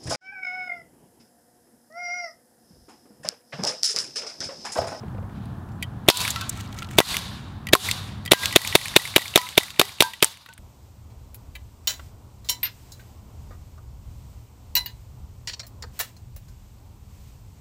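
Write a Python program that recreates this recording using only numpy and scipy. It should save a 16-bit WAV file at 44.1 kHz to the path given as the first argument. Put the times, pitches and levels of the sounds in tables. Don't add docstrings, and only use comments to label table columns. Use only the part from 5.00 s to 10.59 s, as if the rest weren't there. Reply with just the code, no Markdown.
import sys
import numpy as np
from scipy import signal
from scipy.io import wavfile
from scipy.ndimage import uniform_filter1d

SR = 44100
rng = np.random.default_rng(int(sys.argv[2]) if len(sys.argv) > 2 else 0)


def unload_audio(sound):
    columns = np.transpose(np.atleast_2d(sound))
    steps = np.round(np.clip(columns, -1, 1) * 32767)
    wavfile.write(sys.argv[1], SR, steps.astype(np.int16))


def rack_gain(trim_db):
    fader = np.asarray(trim_db, float)
    return 10 ** (fader / 20)


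N = 246415

# (time [s], level [dB], hammer level [dB], echo level [dB], camera gain drop [dB])
SHOTS = [(1.0854, 1, -15.5, 8.5, 19), (1.9851, 1.5, -16, 6.5, 20), (2.7327, 2, -13, 4.5, 19),
         (3.3173, 1.5, -7, 7.5, 17), (3.5599, 1, -13, 5.5, 13.5), (3.7522, 1, -18, 6, 10.5),
         (3.9625, 1.5, -14.5, 7.5, 8), (4.1614, 0, -20, 7.5, 5), (4.3577, 0, -21, 8, 5),
         (4.577, 0, -19.5, 4.5, -0.5), (4.795, -0.5, -25.5, 7, 0.5), (5.0048, -2, -26.5, 8, -3),
         (5.2254, -1.5, -26, 8, -6.5)]
# (blowback delay [ms], blowback level [dB], rattle level [dB], pitch factor of knocks)
SLIDE = [(3.2, .3, 0.5, 1.001), (3.03, 1, -3, 1.001), (3.3, 1.5, 1, 1.001), (3.3, 1.2, .3, 1.001),
         (3.15, 1.3, -1.5, 0.994), (3, 0.5, -0.5, 1.008), (3.2, 0, -2.5, 1.001), (3.3, 0.5, 1, 1.012),
         (3.15, 0, 2, 1.001), (3.01, 0, -1, 1.001), (3.2, -0.9, 2, 1.008), (3.2, -.5, 6, 1.04),
         (3.05, -2, 10.5, 1.001)]


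def band(x, hz, width):
    edges = np.clip([hz - width / 2, hz + width / 2], 10, 0.48 * SR)
    return signal.sosfilt(signal.butter(2, edges, "band", fs=SR, output="sos"), x)


def unit(x):
    return x / np.abs(x).max()


def add(out, s, x):
    i = int(round(s * SR))
    out[i:i + len(x)] += x[:len(out) - i]


def fade(t60):
    t = np.arange(int(np.clip(t60, 0.002, 2) * SR)) / SR
    return t, rack_gain(-60 * t / t60)


def swell(hz, ms, sag=0):
    t = np.arange(600) / SR * 1e3
    sag = sag + 1e-6
    cycles = hz / 1e3 * np.log1p(sag * t * 2) / sag / 2
    envelope = (t / ms) ** 0.5 * np.exp(0.5 * (1 - (t / ms) ** 2))
    return np.sin(2 * np.pi * cycles) * envelope


def burst(hz, width, t60):
    t = np.arange(3072) / SR
    noise = rng.standard_normal(3072) * rack_gain(-60 * t / max(t60, 0.002))
    return unit(band(noise, hz, width))


def walk(count):
    k = int(SR / count)
    steps = np.repeat(rng.standard_normal(N // 200)[:N // k + 1], k)[:N]
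    return 0.81 * uniform_filter1d(uniform_filter1d(steps, k), k)


def on_log(table, hz):
    points = np.array(table)
    return np.interp(np.log(hz), np.log(points[:, 0]), points[:, 1])


def curve(table, *outside):
    return np.interp(np.arange(N) / SR, *np.transpose(table), *outside)


def third_octaves():
    for hz in 25 * 2 ** np.arange(0, 9.5, 1 / 3):
        yield hz, band(rng.standard_normal(N), hz, 0.25 * hz)


def gain():
    # (time [s], level [dB])
    slow_gain = [(0, 0.5), (1.08, -0.5), (1.3, -3.5), (1.95, 0), (2.2, -4), (2.7, -1.5), (3.3, -3),
                 (3.75, -6), (4.15, -13), (4.55, -16.5), (5.0, -19), (5.3, -26.5), (5.59, -24)]
    hold_s, back_s = 0.051, 0.076
    t = np.arange(N) / SR
    db = curve(slow_gain)
    for s, *_, dip_db in SHOTS:
        db -= dip_db * np.interp(t - s, [0, 0.004, hold_s, hold_s + back_s], [0.002, 1, 0.95, 0.0019])
    return rack_gain(db)


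def traffic():
    # (frequency [Hz], level per Hz [dB])
    colour = [(13, -48), (22, -27), (109, 1), (147, -10), (223, -8), (263, -17.5), (356, -24), (569, -34),
              (672, -24.5), (988, -26.5), (1580, -31.5), (1860, -55), (16000, -57)]
    far, slow = np.zeros(N), walk(1)
    for hz, noise in third_octaves():
        far += rack_gain(on_log(colour, hz) + slow / 2 + 2 * walk(14) * min(300 / hz, 1)) * noise
    return far * rack_gain(-33.5) / far.std()


def tree_echo():
    # (frequency [Hz], level per Hz [dB])
    colour = [(180, -53), (300, -21), (828, -12.5), (1120, -7.5), (1250, -12), (2280, -13), (3830, -4.5),
              (4520, -1.5), (4910, -10), (13800, -12.5), (16000, -20)]
    # (frequency [Hz], time [s])
    fading = [(400, 1.34), (1500, 1.4), (4000, 0.88), (14000, 0.58)]
    # (frequency [Hz], width [Hz], level [dB])
    barrel = [(1100, 150, -24), (2840, 160, -29), (3660, 380, -15.5), (3910, 220, -20.5), (4690, 380, -21)]
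    kicks = np.zeros(N)
    kicks[[int((shot[0] + 0.008) * SR) for shot in SHOTS]] = rack_gain(2 * np.array(SHOTS)[:, 3])

    def decay(hz):
        return np.sqrt(signal.lfilter([1], [1, -rack_gain(-120 / SR / on_log(fading, hz))], kicks))

    echo = np.zeros(N)
    for hz, noise in third_octaves():
        echo += rack_gain(on_log(colour, hz) - 13 + 2.35 * walk(30)) * decay(hz) * noise
    for hz, width, db in barrel:
        echo += rack_gain(db) * decay(hz) * band(rng.standard_normal(N), hz, width)
    return echo * rack_gain(1.2 * walk(100))


def bird():
    # (time [s], pitch [Hz], level [dB])
    chirp = [(.714, 6600, -82), (.722, 7300, -64), (.732, 7650, -69), (.745, 7400, -78), (.768, 7600, -72),
             (.78, 7100, -76), (.79, 6500, -84)]
    s, hz, db = np.transpose(chirp)
    turns = np.cumsum(curve(np.transpose([s, hz]))) / SR
    return rack_gain(curve(np.transpose([s, db]), -120, -120)) * np.sin(2 * np.pi * turns)


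def sleeve():
    # (time [s], level [dB])
    rustle = [(0, -62.5), (.28, -70), (.36, -58), (.46, -59.5), (.54, -63), (.7, -68), (.74, -69),
              (.82, -59), (.9, -63.5)]
    return rack_gain(curve(rustle) + 1.6 * walk(70)) * band(rng.standard_normal(N), 2980, 2100) * 3


def ground_thuds():
    # (time [s], peak level [dB], frequency [Hz])
    thuds = [
        (0.033, -32, 524),
        (0.146, -35, 504),
        (0.181, -32.5, 560),
        (0.226, -35, 517),
        (5.4874, -50, 620),
    ]
    out, t60 = np.zeros(N), 0.05
    for s, db, hz in thuds:
        add(out, s, rack_gain(db + 0.5) * burst(hz, 0.54 * hz, t60))
        add(out, s, rack_gain(db - 14) * burst(2250, 1000, 0.5 * t60))
    return out


def tick(out, s, db, hz, top_db, top_hz, t60, wide):
    edge = burst(top_hz, 0.29 * top_hz, 0.83 * t60) + burst(13000, 7800, 0.56 * t60)
    add(out, s, rack_gain(db - 0.5) * burst(hz, wide * hz, t60) + rack_gain(top_db + 1.5) * edge)
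    add(out, s, rack_gain(db - 1) * swell(hz, 0.25) - rack_gain(top_db - 1) * swell(top_hz, 0.12))


def twigs():
    # (time [s], peak level [dB], frequency [Hz], treble level [dB], treble frequency [Hz])
    snaps = [(0.082, -43, 2250, -64, 7290), (0.2954, -46, 1920, -62, 6870), (0.456, -46, 3560, -50, 9500),
             (0.6885, -47, 2100, -60, 6020), (0.719, -54, 4500, -62, 9000), (5.4612, -36, 1900, -42, 3900),
             (5.4887, -35, 2160, -44.5, 6800), (5.528, -40, 3420, -58, 9220), (5.536, -48, 2980, -40, 8050),
             (5.5782, -35.5, 2150, -41, 9400)]
    out = np.zeros(N)
    for row in snaps:
        tick(out, *row, t60=0.029, wide=0.78)
    return out


def tumbling_can():
    # (time [s], peak level [dB], frequency [Hz], treble level [dB], treble frequency [Hz])
    bumps = [(1.1718, -20, 3890, -17, 7760), (1.204, -19, 3540, -21.5, 6330), (1.215, -24, 4200, -22, 6460),
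             (1.285, -28, 3000, -25, 10500), (1.3046, -26, 3630, -16.5, 6860),
             (1.311, -32, 3600, -24.5, 6800), (1.36, -20.5, 3300, -28, 5240),
             (1.411, -18.5, 3330, -26, 6800), (1.4153, -24, 4300, -34.5, 7500),
             (1.492, -51, 3700, -30, 8950), (1.4945, -45, 3710, -17, 7440), (1.5274, -46, 2280, -42, 6340),
             (1.574, -46, 3420, -38, 7020), (1.5976, -44, 2270, -41, 7400), (1.608, -32, 4120, -34, 7000),
             (1.6244, -45, 2620, -51, 6500), (1.676, -39.5, 4110, -50, 5500),
             (1.7273, -33, 3080, -41, 6550), (1.744, -39, 3800, -45, 9500), (1.765, -41, 4120, -52, 6080),
             (1.781, -40, 4500, -48, 6000), (1.7878, -29, 3280, -33, 6000), (1.7915, -34, 3600, -41, 5500),
             (1.8214, -28, 2400, -42, 7580), (1.8275, -27, 2970, -41, 9200), (1.845, -32, 3600, -48, 7550),
             (1.87, -46, 3900, -50, 6500), (1.8886, -37, 3000, -51, 5500), (1.911, -32.5, 2250, -37, 7500),
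             (1.931, -41, 4000, -51, 6000), (2.089, -40, 4000, -33, 8000), (2.188, -40, 4000, -32, 6950)]
    out = np.zeros(N)
    for row in bumps:
        tick(out, *row, t60=0.026, wide=0.78)
    return out


def rolling():
    # (time [s], level [dB])
    roll = [(1.44, -80), (1.5, -58), (1.58, -50), (1.64, -54), (1.7, -65), (1.79, -55), (1.88, -64),
            (1.95, -54), (1.99, -49)]
    chance, size = rng.random(N), rng.exponential(size=N)
    hits = (chance < 550 / SR) * rack_gain(4.1 * np.minimum(size, 2.5))
    snaps = signal.lfilter([1], [1, -rack_gain(-60 / SR / 0.018)], hits) * rng.standard_normal(N)
    leaves = band(snaps, 7200, 3000) + 0.43 * band(snaps, 10000, 8700) + 2.1 * band(snaps, 2700, 2200)
    hum = 25 * band(snaps, 1340, 63) + 9 * band(snaps, 2280, 120) + 9 * band(snaps, 1960, 100)
    freed = np.clip(np.arange(N) / SR - roll[0][0], 0, 1)
    return rack_gain(curve(roll, -120, -120)) * (leaves + rack_gain(-9.5 + 3 * freed) * hum)


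def shells(g):
    # (time [s], frequency [Hz], level [dB], time to fade by 60 dB [s])
    rings = [(1.103, 976, -38, 0.3), (1.101, 1448, -47, 0.3), (1.101, 2600, -46, .3),
             (1.361, 1335, -24, 0.13), (1.36, 1100, -46, .2), (1.361, 1960, -35, 0.15),
             (1.41, 1075, -35.5, 0.17), (1.412, 1520, -32.5, 0.14), (1.412, 1340, -33, 0.13),
             (1.41, 2590, -36, 0.12), (1.822, 1340, -36, 0.175), (2.005, 1060, -27, .05),
             (2.013, 1960, -25, .05), (2.753, 397, -29, 0.097), (2.752, 740, -29, .12),
             (2.7518, 1060, -15, .05), (3.333, 1595, -35, 0.3), (3.345, 994, -42, 0.24),
             (4.377, 980, -27, .19), (4.378, 1270, -38, 0.2), (4.815, 400, -29, 0.1),
             (4.816, 750, -29.5, 0.11), (5.024, 896, -28.5, 0.2), (5.022, 976, -26.5, 0.19),
             (5.024, 1573, -29, 0.2), (5.246, 894, -33, 0.14), (5.487, 913, -41.5, 0.12),
             (5.488, 1495, -40, 0.13)]
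    spin_t60, spin_s, spin_depth, spin_bend = 0.18, 0.037, 0.34, 1.52
    out, waver = np.zeros(N), 0.006 * walk(45)
    for s, hz, db, t60 in rings:
        i = int(s * SR)
        t, env = fade(t60)
        if t60 > spin_t60:
            env = rack_gain(-60 * (t / t60) ** spin_bend) * (1 - spin_depth * np.exp(-(t / spin_s) ** 2))
        bent = np.cumsum(1 + np.resize(waver[i:], len(t))) / SR
        detune, phase = 1.01 + 0.02 * rng.random(), rng.random()
        pair = np.sin(2 * np.pi * hz * bent * (1 + 0.08 * t))
        pair += 0.36 * np.sin(2 * np.pi * (hz * detune * bent + phase))
        add(out, s, rack_gain(db) / g[i] * env * pair)
    return out * rack_gain(3.1 * walk(70))


def scrape(out, s, db, top_db, slide_db, knock_db):
    # (frequency [Hz], level [dB], time to fade by 60 dB [s])
    tones = [(1960, -9, 0.043), (2250, -13, 0.018), (3000, -23, 0.05), (3175, -14.5, 0.05),
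             (3720, -15, 0.02), (4704, -16, 0.034), (7300, -16, 0.014), (9868, -17, 0.014)]
    bump = np.hanning(240)
    rub = rng.standard_normal(240) * bump / 28
    varied = np.array(tones) + rng.standard_normal((len(tones), 3)) * [14, 1.5, 0]
    for hz, tone_db, t60 in varied:
        t, env = fade(t60)
        push = rub + bump / 48 * np.cos(2 * np.pi * hz * np.arange(240) / SR)
        ring = np.convolve(env * np.sin(2 * np.pi * hz * t), push)
        part_db = db if hz < 2500 else db + slide_db if hz < 3400 else top_db
        add(out, s - 0.002, rack_gain(part_db + tone_db - 1) * ring)
    add(out, s, rack_gain(top_db) * burst(7800, 13300, 0.02) + rack_gain(db + knock_db) * burst(2670, 1100, 0.024))


def trigger_take_up():
    # (time [s], peak level [dB], treble level [dB], slide ring against the peak [dB])
    pulls = [(0.8256, -17.5, -19, 5), (0.83, -25, -25, 5), (0.839, -33, -39, 12), (2.6695, -17, -24, -12),
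             (2.6874, -17.5, -27, -11.5), (3.252, -37, -28, -3), (3.2599, -25, -20, -7),
             (3.2767, -19, -35, 1), (3.344, -23, -32, -4), (3.526, -17, -19, -14), (3.538, -23, -33, -12.5),
             (3.726, -15, -28, -13), (5.135, -20.5, -29, -10)]
    out = np.zeros(N)
    for row in pulls:
        scrape(out, *row, knock_db=-5)
    return out


def trigger_rebound():
    # (time [s], peak level [dB], gap to the second [ms], second peak level [dB])
    bounces = [(3.592, -23, 24, -21.5), (3.787, -24, 26, -23.5), (3.996, -20, 24, -25),
               (4.193, -17, 25, -23.5), (4.388, -15, 26.5, -20.5), (4.609, -19.5, 23.5, -20),
               (4.8303, -25, 21.5, -25)]
    out = np.zeros(N)
    for first_s, first_db, gap_ms, second_db in bounces:
        for s, db, treble_db in ((first_s, first_db, -24), (first_s + gap_ms / 1e3, second_db, -2)):
            scrape(out, s, db, db + treble_db, slide_db=-10, knock_db=-16)
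            add(out, s - 0.007, rack_gain(db - 12.5) * burst(883, 0.34 * 883, -0.4))
    return out


def trigger_ticks():
    # (time [s], peak level [dB], frequency [Hz])
    sear = [(1.063, -45, 3600), (1.068, -40, 2200), (3.509, -27, 2400), (3.916, -34, 2400),
            (3.94, -26, 2120), (4.1398, -28, 2097), (4.339, -24, 2900), (4.526, -35, 2100),
            (4.554, -29.5, 3000), (4.595, -26, 3000), (4.742, -40, 2000), (4.762, -31, 2800),
            (4.773, -36, 2100), (4.985, -33, 2900), (5.1085, -40, 2200), (5.204, -33, 2800)]
    # (time [s], peak level [dB], gap [ms], second peak level [dB], second frequency [Hz])
    reset = [(1.25, -16.5, 28, -15.5, 2610), (2.142, -18, 26, -11, 3100), (2.8873, -15.5, 25.4, -9.5, 3470),
             (3.4337, -19.5, 23.6, -9.5, 3500), (3.6488, -19.5, 25.6, -14.5, 3340),
             (3.8562, -19.5, 26, -20.5, 2970), (4.0524, -21.5, 23, -25, 2860),
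             (4.256, -25, 24, -23.5, 3660), (4.4672, -29.5, 22, -26, 3000), (4.6814, -31.5, 23, -27, 2950),
             (4.8923, -32.5, 26, -37, 4000), (5.3403, -41.5, 32, -38, 2430)]
    out = np.zeros(N)
    for s, db, hz in sear:
        tick(out, s, db, hz, db - 14.5, 9001, t60=0.018, wide=0.3)
    for s, db, gap_ms, catch_db, catch_hz in reset:
        tick(out, s, db, 2164, db - 9, 9200, t60=0.03, wide=0.22)
        tick(out, s + gap_ms / 1e3, catch_db, catch_hz, catch_db - 5, 7200, t60=0.016, wide=0.7)
    return out


def pellets():
    # (time [s], snap level [dB], thud frequency [Hz], crack level [dB], crack frequency [Hz])
    cans = [(1.1004, -1.5, 617, -7.5, 4100), (2.0031, 3, 475, -15, 1420), (3.3338, 2, 537, -12, 2960),
            (4.3762, 0, 646, -14, 4030), (5.023, 3, 650, -8.5, 3700)]
    # (time [s], snap level [dB], thud frequency [Hz], crack level [dB], crack frequency [Hz])
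    bottles = [(2.7519, -3.5, 845, -11, 1100), (4.181, -7.5, 591.5, -20, 3500),
               (4.8143, 3, 655, -6.5, 3010), (4.816, -5, 910, -13, 3500), (5.2448, -8, 925, -3, 8350)]
    out = np.zeros(N)
    for hits, wall_t60 in ((cans, 0.05), (bottles, 0.02)):
        for s, db, hz, crack_db, crack_hz in hits:
            t60 = wall_t60 * min(1, 4100 / crack_hz)
            add(out, s - 0.0001, -rack_gain(db) * np.hanning(9))
            add(out, s + 0.0001, rack_gain(db - 6.5) * swell(1.55 * hz, 300 / hz, 0.47))
            crack = burst(crack_hz, min(0.97 * crack_hz, 2200), t60) + 1.35 * burst(10000, 7500, 0.23 * t60)
            add(out, s, rack_gain(crack_db) * crack)
    return out


def hammer():
    out = np.zeros(N)
    for s, _, db, *_ in SHOTS:
        add(out, s - 0.007, rack_gain(db - 10.5) * burst(5400, 9700, 0.026))
        add(out, s - 0.0048, rack_gain(db) * (burst(2700, 1800, 0.048) + 0.15 * burst(9000, 9000, 0.019)))
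    return out


def gas_pops():
    out = np.zeros(N)
    for k, ((s, db, *_), (back_ms, back_db, *_)) in enumerate(zip(SHOTS, SLIDE)):
        muzzle_db = 3.5 - 0.56 * k
        add(out, s + 0.14e-3, rack_gain(db - 3 + muzzle_db) * swell(557, 0.63, 0.03))
        add(out, s + back_ms / 1e3, rack_gain(db - 5 + back_db) * swell(684.5, 1.43, 0.21))
    return out


def body_knocks():
    # (delay [ms], frequency [Hz], swell time [ms], level [dB])
    knocks = [(0.34, 2240, 0.34, -8), (0.57, 3655, 1.75, -5), (1.27, 2710, 0.49, -5),
              (1.451, 3690, 0.58, -6.5), (3.05, 2400, 0.51, -0.5), (3.2, 3620, 0.3, -13),
              (4.75, 3840, 0.47, -10.5), (4.7, 3300, 0.82, -26.5), (4.36, 1690, 1, -22),
              (1.025, 1070, 0.21, -16), (4.81, 1034, 1.6, -22), (6.5, 3680, 1.3, -22.5),
              (10, 2700, 0.32, -16.5), (7, 2900, 0.74, -15), (8.2, 3860, 0.86, -17)]
    out, slide_ms = np.zeros(N), 3
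    for (s, db, *_), (back_ms, _, _, pitch) in zip(SHOTS, SLIDE):
        for ms, hz, rise_ms, knock_db in knocks:
            late, louder, higher = rng.standard_normal(3) * [0.03, 2, 0.029]
            delay_ms = ms + late + (back_ms - slide_ms) * (ms >= slide_ms)
            knock = swell(hz * pitch * (1 + higher), rise_ms)
            add(out, s + delay_ms / 1e3, rack_gain(db + knock_db + louder) * knock)
    return out


def hiss_and_rattle():
    # (delay [ms], time to fade by 60 dB [ms], level [dB])
    bursts = [(1, 4, -15.5), (5.5, 19, -21.5), (-0.03, 22.5, -2), (0.46, 25, -4.5), (9, 8.3, -15),
              (14, 120, -44.5), (19, 36, -31.5), (25, 26, -31)]
    out = np.zeros(N)
    for (s, db, *_), (_, _, rattle_db, _) in zip(SHOTS, SLIDE):
        for ms, t60_ms, hiss_db in bursts:
            t60 = t60_ms / 1e3
            noise = burst(9220, 11260, t60) + 0.64 * burst(2830, 2540, t60) + 0.24 * burst(1066, 1100, t60)
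            add(out, s + ms / 1e3, rack_gain(db + hiss_db + rattle_db * (ms > 4)) * noise)
    return out


def scene():
    g = gain()
    shots = hammer() + gas_pops() + body_knocks() + hiss_and_rattle() + pellets()
    near = signal.lfilter(*signal.butter(2, 90, "high", fs=SR), shots)
    near += trigger_take_up() + trigger_rebound() + trigger_ticks()
    near += tumbling_can() + twigs() + ground_thuds()
    background = traffic() + tree_echo() + sleeve() + bird()
    return (near / g + shells(g) + rolling() + background)[None]


def roll_off(x):
    return signal.sosfilt(signal.butter(12, 16410, fs=SR, output="sos"), x)


def record(dry):
    x = signal.sosfilt(signal.ellip(6, 0.2, 40, 15700, fs=SR, output="sos"), dry * gain())
    x = np.clip(x, -1.05, 1.05)
    x = signal.sosfilt(signal.butter(3, 15200, fs=SR, output="sos"), x)
    return roll_off(np.clip(x, -1, 1))


dry = scene()
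out = record(dry)
unload_audio(out)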